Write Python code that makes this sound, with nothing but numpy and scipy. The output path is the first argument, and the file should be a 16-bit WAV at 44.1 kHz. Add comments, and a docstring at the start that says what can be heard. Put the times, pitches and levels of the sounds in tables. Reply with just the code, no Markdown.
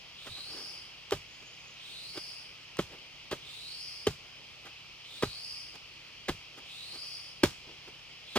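"""Forest floor: a long steel digging bar chops eight times into rooty soil; bar and boots scuff it around the blows.
Each blow: fractures of roots and grit, damped swings for knock and thud, a ground shudder, a spill of crumbs.
A jolt on entry, a jolt on stopping and random chatter ring the bar's modes. Insects drone all around
(shaped noise) in still air, one cicada repeats a rising rasp (buzz on a gliding carrier plus hiss),
a small insect chirrs once close by, and an engine hums far away (three sine lines)."""
import sys
import numpy as np
from scipy import signal
from scipy.fft import rfft, irfft, next_fast_len
from scipy.io import wavfile
from scipy.ndimage import uniform_filter1d, map_coordinates

SR = 44100
rng = np.random.default_rng(int(sys.argv[2]) if len(sys.argv) > 2 else 0)


def wrap_up_sound(samples):
    """Save the sound to the file named by the first command line argument, as 16-bit audio."""
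    columns = np.atleast_2d(samples).T
    # keep every value between -1 and 1, then stretch to whole-number steps
    tamed = np.clip(columns, -1, 1)
    steps = np.round(tamed * 32767).astype(np.int16)
    wavfile.write(sys.argv[1], SR, steps)


N = 369909

# blows: blade stop t/s, travel through soil/s, force/dB, knock f/Hz, then knock, thud, ground level/dB over force
BLOWS = [(1.1246, 0.0029, -29, 390, 9.5, -15, -8), (2.793, 0.0029, -30.5, 340, 7.5, 6, -11),
         (3.3303, 0.016, -35.5, 387, 4.5, -3.5, -19), (4.0719, 0.0023, -28.5, 413, 11, 3.5, -6),
         (5.234, 0.0094, -30, 401, 7.5, 4, -7), (6.2943, .010, -30.5, 342, 4, -2, -8),
         (7.4369, 0.0019, -20.5, 345, 6, 2, -15), (8.3732, 0.014, -27.5, 345, -6, -24, -9)]
# blade edge snaps a twig or meets a pebble: t/s, level/dB
SNAPS = [(1.1088, -31), (2.7702, -37), (2.785, -40), (3.3112, -35.5), (4.0689, -28.5), (7.4342, -25),
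         (7.4383, -22.5), (8.3544, -34)]
# bar and boots scuff the soil: t/s, decay each side/s, level/dB, contact hardness/dB
SCUFFS = [(.274, 0.0096, -46.5, 3.5), (0.382, 0.018, -59.5, 7), (0.579, 0.09, -51, -4),
          (1.427, 0.0073, -54, -10), (2.16, .012, -51.5, -3), (2.178, 0.0045, -37, -7.5),
          (2.937, 0.027, -49.5, -17), (4.667, .013, -51, 2), (5.755, 0.011, -49.5, -3),
          (6.585, 0.014, -51.5, -2), (6.955, 0.017, -52, -2), (7.692, 0.036, -53.5, -30),
          (7.882, 0.009, -46.5, -13)]
# bending modes of the bar, damped by hands and soil: f/Hz, width/Hz, relative level/dB
BAR_MODES = [(588, 54, 2.5), (797, 67, 4), (985, 300, -4), (1250, 79, 5), (1557, 61, 1.5), (1960, 170, -2),
             (3124, 210, -1), (3366, 100, -1.5)]
# relative spectra of grit, soil, forest floor: f/Hz, density/dB per Hz
GRIT_SPECTRUM = [(300, -15.5), (1200, 3.5), (2000, -0.5), (3100, 3.5), (4800, 1.5), (6500, -1.5),
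                 (9000, -7.5), (12000, -14), (14000, -9.5), (16000, -22)]
SOIL_SPECTRUM = [(30, -28), (100, -10), (220, -5.5), (380, -0.5), (700, -10.5), (1300, -15), (2200, -16.5),
                 (4500, -18), (12000, -72)]
GROUND_SPECTRUM = [(15, -20), (28, -4.5), (55, -2), (100, 0.5), (140, -1), (220, -13), (500, -51),
                   (2000, -85)]
# cicada calls: t/s, level/dB
CALLS = [(.105, -42.5), (1.727, -42.7), (3.35, -42.7), (4.98, -42.5), (6.581, -42.7), (8.199, -43)]
# sidebands of the tymbal buzz: offset from pitch/multiples of buzz rate, level/dB
SIDEBANDS = [(-1, -10), (0, -5), (1, -10), (2, -14)]
# relative spectrum of the cicada's hiss: f/Hz, density/dB per Hz
HISS_SPECTRUM = [(5500, -5), (7500, -5.5), (8600, -4.5), (9900, -1.5), (11300, -4.5), (12000, -12.5),
                 (12900, -19), (14300, -12), (15500, -11.5)]
# scatter from the stems: f/Hz, relative level/dB
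SCATTER = [(200, 3), (1000, -14), (3500, 14)]
# decay of the scatter: f/Hz, t60/s
FOREST_T60 = [(100, 0.51), (500, 0.12), (3000, 0.17), (6000, 0.58), (14000, 0.32)]
# relative spectra of insect chorus and still air: f/Hz, density/dB per Hz
CHORUS_SPECTRUM = [(1500, -32.5), (2000, -8.5), (2450, 0.5), (3200, 0), (3700, -10.5), (4400, -7),
                   (5050, -6.5), (6000, -14.5), (7000, -23), (8500, -33.5), (15000, -42)]
AIR_SPECTRUM = [(15, -15), (35, 4), (50, 9), (65, 6), (150, 1.5), (230, 0), (700, -0.5), (1050, -1),
                (1270, 0), (1500, -3.5), (4000, -3.5), (8000, -17), (15000, -26)]
# left-right likeness of chorus and air: f/Hz, correlation/1
LIKENESS = [(30, 0.11), (150, 0.35), (1000, 0.66), (2800, 0.75), (5000, 0.16), (9000, 0.1)]
# far engine speed: t/s, turns per second/Hz
ENGINE_SPEED = [(0, 36.5), (1, 34.5), (1.701, 35.5), (3.7, 33.5), (4.7, 33), (8.4, 34.5)]
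# far engine lines: multiple of the turn rate/1, level/dB
ENGINE_LINES = [(3, -71.5), (4, -68), (5, -74)]

# gains over blow force
ENTRY_JOLT_DB, STOP_JOLT_DB, DRAG_DB, GRIT_DB = 17.5, 20.5, -4, -7
CRUMBS_DB, CLODS_DB = -13, -23  # fine and coarse spill
# firmer soil stops the blade sooner and thuds higher
THUD_HZ, THUD_TRAVEL_S, THUD_STIFFENING_POWER = 165.5, 0.004, 0.18
SCUFF_GRIT_DB, GRIT_DB_PER_HARDNESS_DB = -0.5, 0.61  # harder contact loosens more grit
HEAVE_S, HEAVE_DB = 0.284, -45.5  # bar levered out of the hole
CALL_S, SWELL_S, RELEASE_S = 0.8, 0.16, 0.25
LOW_HZ, HIGH_HZ, CLIMB_S, CLIMB_POWER = 3269, 4872, 0.46, 1.45
HISS_DELAY_S, HISS_RISE_S = 0.046, 0.12
HISS_SAG = 0.1  # share by which the hiss darkens in the release
CHIRR_S, CHIRR_LENGTH_S, CHIRR_HZ, CHIRR_DB = 1.25, 0.55, 6700, -66
TOP_HZ = 15800


def digging():
    """Breaking soil, knocks, ground and ringing bar, driven by the summed envelopes of all contacts."""
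    names = ["low", "sway", "jolts", "scrape", "grit", "crumbs", "soil"]
    drive = dict(zip(names, np.zeros((7, N))))
    blows(drive)
    snaps(drive)
    scuffs(drive)
    heave(drive)
    chatter = drive["scrape"] * fractures(rate_hz=3000, spread_db=5)
    ring = filtered(drive["jolts"] + chatter, bar_ring)
    shudder = coloured(drive["sway"] * fractures(rate_hz=3000, spread_db=3.5), GROUND_SPECTRUM)
    breaking = drive["grit"] * fractures(rate_hz=5900, spread_db=6, scatter=0.12)
    trickle = drive["crumbs"] * fractures(rate_hz=3000, spread_db=4.5, scatter=0.97)
    gritty = coloured(breaking + trickle, GRIT_SPECTRUM)
    earthy = coloured(drive["soil"] * fractures(rate_hz=3000, spread_db=-1.0), SOIL_SPECTRUM)
    return drive["low"] + shudder + ring + gritty + earthy


def blows(drive):
    """Roots and grit break while the blade travels; it stops with knock and thud, crumbs trickle after."""
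    for s, travel_s, force_db, knock_hz, knock_db, thud_db, ground_db in BLOWS:
        span, t = around(s)
        force = amp(force_db)
        thud_hz = THUD_HZ * (THUD_TRAVEL_S / travel_s) ** THUD_STIFFENING_POWER
        # full level throughout the travel
        cutting = force * burst(t - np.clip(t, -travel_s, 0), rise_s=0.002, t60_s=0.054)
        settling = force * burst(t - 0.008, rise_s=0.0024, t60_s=0.22)
        knock = swing(t, knock_hz, rise_s=0.0025, t60_s=0.038)
        thud = swing(t - 0.003, thud_hz, rise_s=0.0021, t60_s=0.034)
        drive["low"][span] += force * (amp(knock_db) * knock + amp(thud_db) * thud)
        drive["sway"][span] += force * amp(ground_db) * ground(t)
        # bar: jolt on entry, chatter on the way, jolt on stopping
        drive["jolts"][round((s - travel_s) * SR)] += force * amp(ENTRY_JOLT_DB)
        drive["scrape"][span] += amp(DRAG_DB) * cutting
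        drive["jolts"][round(s * SR)] += force * amp(STOP_JOLT_DB)
        drive["soil"][span] += cutting + amp(CLODS_DB) * settling
        drive["grit"][span] += amp(GRIT_DB) * cutting
        drive["crumbs"][span] += amp(CRUMBS_DB) * settling


def snaps(drive):
    """A twig or pebble at the blade edge: abrupt onset, short decay of breaking."""
    for s, db in SNAPS:
        span, t = around(s)
        drive["grit"][span] += amp(db) * burst(t, rise_s=0.000055, t60_s=0.011)


def scuffs(drive):
    """Strokes on the soil; harder contact shakes the bar and loosens grit."""
    for s, length_s, db, hard_db in SCUFFS:
        span, t = around(s)
        stroke = amp(db) * np.exp(-np.abs(t / length_s))
        drive["soil"][span] += stroke
        drive["crumbs"][span] += amp(SCUFF_GRIT_DB + GRIT_DB_PER_HARDNESS_DB * hard_db) * stroke
        drive["scrape"][span] += amp(hard_db) * stroke


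def heave(drive):
    """Levering the bar out pushes the ground once."""
    span, t = around(HEAVE_S)
    drive["sway"][span] += amp(HEAVE_DB) * ground(t)


def ground(t, lag_s=0.0064):
    """The soft forest floor shudders a moment after it is pushed."""
    return burst(t - lag_s, rise_s=0.0057, t60_s=0.18)


def bar_ring(hz):
    """Response of the bar's short-lived bending modes with alternating signs, at unit power."""
    total = 0
    for k, (centre_hz, width_hz, db) in enumerate(BAR_MODES):
        damping = 1j * hz * width_hz
        total = total + (-1) ** k * amp(db) * damping / (centre_hz ** 2 - hz ** 2 + damping)
    return unit(total)


def swing(t, hz, rise_s, t60_s):
    """Pressure from a damped oscillation (slope of its motion), rms near 1 at its loudest."""
    motion = burst(t, rise_s, t60_s) * np.sin(2 * np.pi * hz * t)
    return np.sqrt(2) * np.gradient(motion, t) / (2 * np.pi * hz)


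def fractures(rate_hz, spread_db, scatter=0):
    """Tiny breaks, random in time and size, rms 1; scatter makes each differ between the ears."""
    sizes = amp(spread_db * rng.uniform(-0.77, 1, N)) * rng.choice([-1, 1], N)
    breaks = sizes * (rng.random(N) < rate_hz / SR)
    return unit(breaks * (1 + scatter * rng.standard_normal((2, N))))


def chirr(width_hz=1100, fade_s=0.06, flicker_db=4, flicker_rate_hz=90):
    """A small insect in the near leaf litter: a faint, high, flickering noise band."""
    t = clock() - CHIRR_S
    flicker = amp(flicker_db * wobble(flicker_rate_hz))
    band = unit(wobble(width_hz) * flicker * np.sin(2 * np.pi * CHIRR_HZ * t))
    return amp(CHIRR_DB) * ramp(t, fade_s) * ramp(CHIRR_LENGTH_S - t, fade_s) * band


def cicada(buzz_hz=370, flutter_rate_hz=260, haze_rate_hz=1100, haze_db=-8, octave_db=-23,
           hiss_db=-16, hiss_glide_power=0.45):
    """Ragged tymbal buzz around a resonance pulled upward, held, then released in each call."""
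    t = clock()
    climb, level, hiss_level, release = np.zeros((4, N))
    for s, db in CALLS:
        on = (t >= s) & (t < s + CALL_S)
        since = t[on] - s
        climb[on] = ramp(since, CLIMB_S) ** CLIMB_POWER
        release[on] = ramp(since - (CALL_S - RELEASE_S), RELEASE_S)
        held = amp(db) * (1 - release[on])
        level[on] = held * (1 - np.exp(-since / SWELL_S))
        hiss_level[on] = held * ramp(since - HISS_DELAY_S, HISS_RISE_S)
    pitch_hz = LOW_HZ + (HIGH_HZ - LOW_HZ) * climb
    carrier = np.exp(2j * np.pi * np.cumsum(pitch_hz) / SR)
    # uneven clicks blur each sideband into a narrow band
    buzz = 0
    for k, side_db in SIDEBANDS:
        blur = wobble(flutter_rate_hz) + 1j * wobble(flutter_rate_hz)
        buzz = buzz + amp(side_db) * blur * np.exp(2j * np.pi * k * buzz_hz * t)
    # rougher haze around the main band and its octave
    haze = unit(buzz * (wobble(haze_rate_hz) + 1j * wobble(haze_rate_hz)))
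    song = np.real(buzz * carrier + haze * (amp(haze_db) * carrier + amp(octave_db) * carrier ** 2))
    # click edges hiss above; slower reading darkens the noise, so it follows pitch and sags in release
    speed = (pitch_hz / HIGH_HZ) ** hiss_glide_power * (1 - HISS_SAG * release)
    read = np.cumsum(speed)
    noise = coloured(rng.standard_normal((2, N)), HISS_SPECTRUM)
    hiss = np.array([map_coordinates(side, [read], order=5) for side in noise])
    return level * song + amp(hiss_db) * hiss_level * hiss


def forest(x):
    """Scatter from the stems: a different diffuse tail at each ear, weakest near 1 kHz."""
    hz, t, z = signal.stft(rng.standard_normal((2, SR // 2)), SR, nperseg=256)
    tail_db = along(SCATTER, hz)[:, None] - 60 * t / along(FOREST_T60, hz)[:, None]
    tail = signal.istft(z * amp(tail_db), SR, nperseg=256)[1]
    return signal.fftconvolve(x, tail / np.linalg.norm(tail[0]), axes=1)[:, :N]


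def insect_chorus():
    """Drone of many insects: banded stereo noise of slightly wavering level."""
    return amp(-51.0 + 0.072 * wobble(6.1)) * rush(CHORUS_SPECTRUM, patchy_db=0.97)


def still_air():
    """Faint broad noise of the open air."""
    return amp(-58.0) * rush(AIR_SPECTRUM, patchy_db=1.24)


def engine():
    """Only a few low lines of the far engine carry; speed and levels waver slightly."""
    turns_hz = np.interp(clock(), *np.transpose(ENGINE_SPEED)) + 0.388 * wobble(6)
    phase = 2 * np.pi * np.cumsum(turns_hz) / SR
    return sum(amp(db + 0.45 * wobble(3.23)) * np.sin(k * phase) for k, db in ENGINE_LINES)


def rush(spectrum, patchy_db):
    """Stereo noise, rms 1, in time-frequency patches of random gain; correlation set per frequency."""
    z = signal.stft(rng.standard_normal((2, N)), nperseg=512)[2]
    field = uniform_filter1d(rng.standard_normal(z.shape[1:]), size=5, axis=0)
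    field = uniform_filter1d(field, size=14, axis=1)
    pair = signal.istft(z * amp(patchy_db * unit(field)), nperseg=512)[1][:, :N]

    def mid_side(hz):
        """Mid and side gains that give the correlation."""
        turn = np.arccos(np.clip(along(LIKENESS, hz), -1, 1)) / 2
        return amp(along(spectrum, hz)) * [np.cos(turn), np.sin(turn)]

    mid, side = filtered(pair, mid_side)
    return unit(np.array([mid + side, mid - side]))


def amp(db):
    """Decibels to gain."""
    return 10 ** (np.asarray(db) / 20)


def unit(x):
    """Scale to rms 1."""
    return x / np.sqrt(np.mean(np.abs(x) ** 2) + 1e-20)


def along(points, hz):
    """(f/Hz, value) points read on a log axis."""
    f, v = np.transpose(points)
    return np.interp(np.log(hz + 1), np.log(f + 1), v)


def clock():
    """Time of every sample/s."""
    return np.arange(N) / SR


def around(s):
    """Samples near a moment, and their times from it/s."""
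    span = slice(max(int(s * SR) - SR // 8, 0), min(int(s * SR) + SR // 2, N))
    return span, clock()[span] - s


def ramp(t, length_s):
    """Straight rise from 0 at t = 0 to 1 after the given length."""
    return np.clip(t / length_s, 0, 1)


def burst(t, rise_s, t60_s):
    """Envelope peaking at t = 0: bell-shaped rise, exponential decay."""
    rise = np.exp(-np.minimum((np.minimum(t, 0) / rise_s) ** 2, 50))
    return rise * amp(-60 * np.maximum(t, 0) / t60_s)


def wobble(rate_hz):
    """Smooth random curve through rate_hz knots a second."""
    knots = rng.standard_normal(int(N * rate_hz / SR) + 4)
    return map_coordinates(knots, [np.arange(N) * rate_hz / SR])


def filtered(x, response):
    """x times a complex response of frequency."""
    size = next_fast_len(N + SR // 2)
    return irfft(rfft(x, size) * response(np.fft.rfftfreq(size, 1 / SR)), size)[..., :N]


def coloured(x, spectrum, size=4096):
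    """Causal minimum-phase filter of unit energy, folded from the cepstrum."""
    cepstrum = irfft(np.log(amp(along(spectrum, np.fft.rfftfreq(size, 1 / SR)))))
    cepstrum[1:size // 2] *= 2
    cepstrum[size // 2 + 1:] = 0
    kernel = irfft(np.exp(rfft(cepstrum)))
    return signal.oaconvolve(x, kernel[None] / np.linalg.norm(kernel), axes=1)[:, :N]


def scene():
    """Close digging, a cicada deep among the stems, insect chorus, still air, far engine."""
    dig, call = digging(), cicada()
    near = dig * amp([[-0.4], [0.4]]) + amp(-15) * forest(dig) + chirr()
    far = amp(-1.5) * call + amp(-2.0) * forest(call)
    return near + far + insect_chorus() + still_air() + engine()


def record(dry, lead_samples=2.84, lead_top_hz=4100):
    """Left microphone leads slightly, its phase lead levelling off in the treble; then the band limit."""
    def response(hz):
        """Half the lead on each side, opposite in sign."""
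        half_lead = np.pi * np.minimum(hz, lead_top_hz) * lead_samples / SR
        return (hz < TOP_HZ) * np.exp(1j * half_lead * np.array([[1], [-1]]))

    return filtered(dry, response)


dry = scene()
out = record(dry)
wrap_up_sound(out)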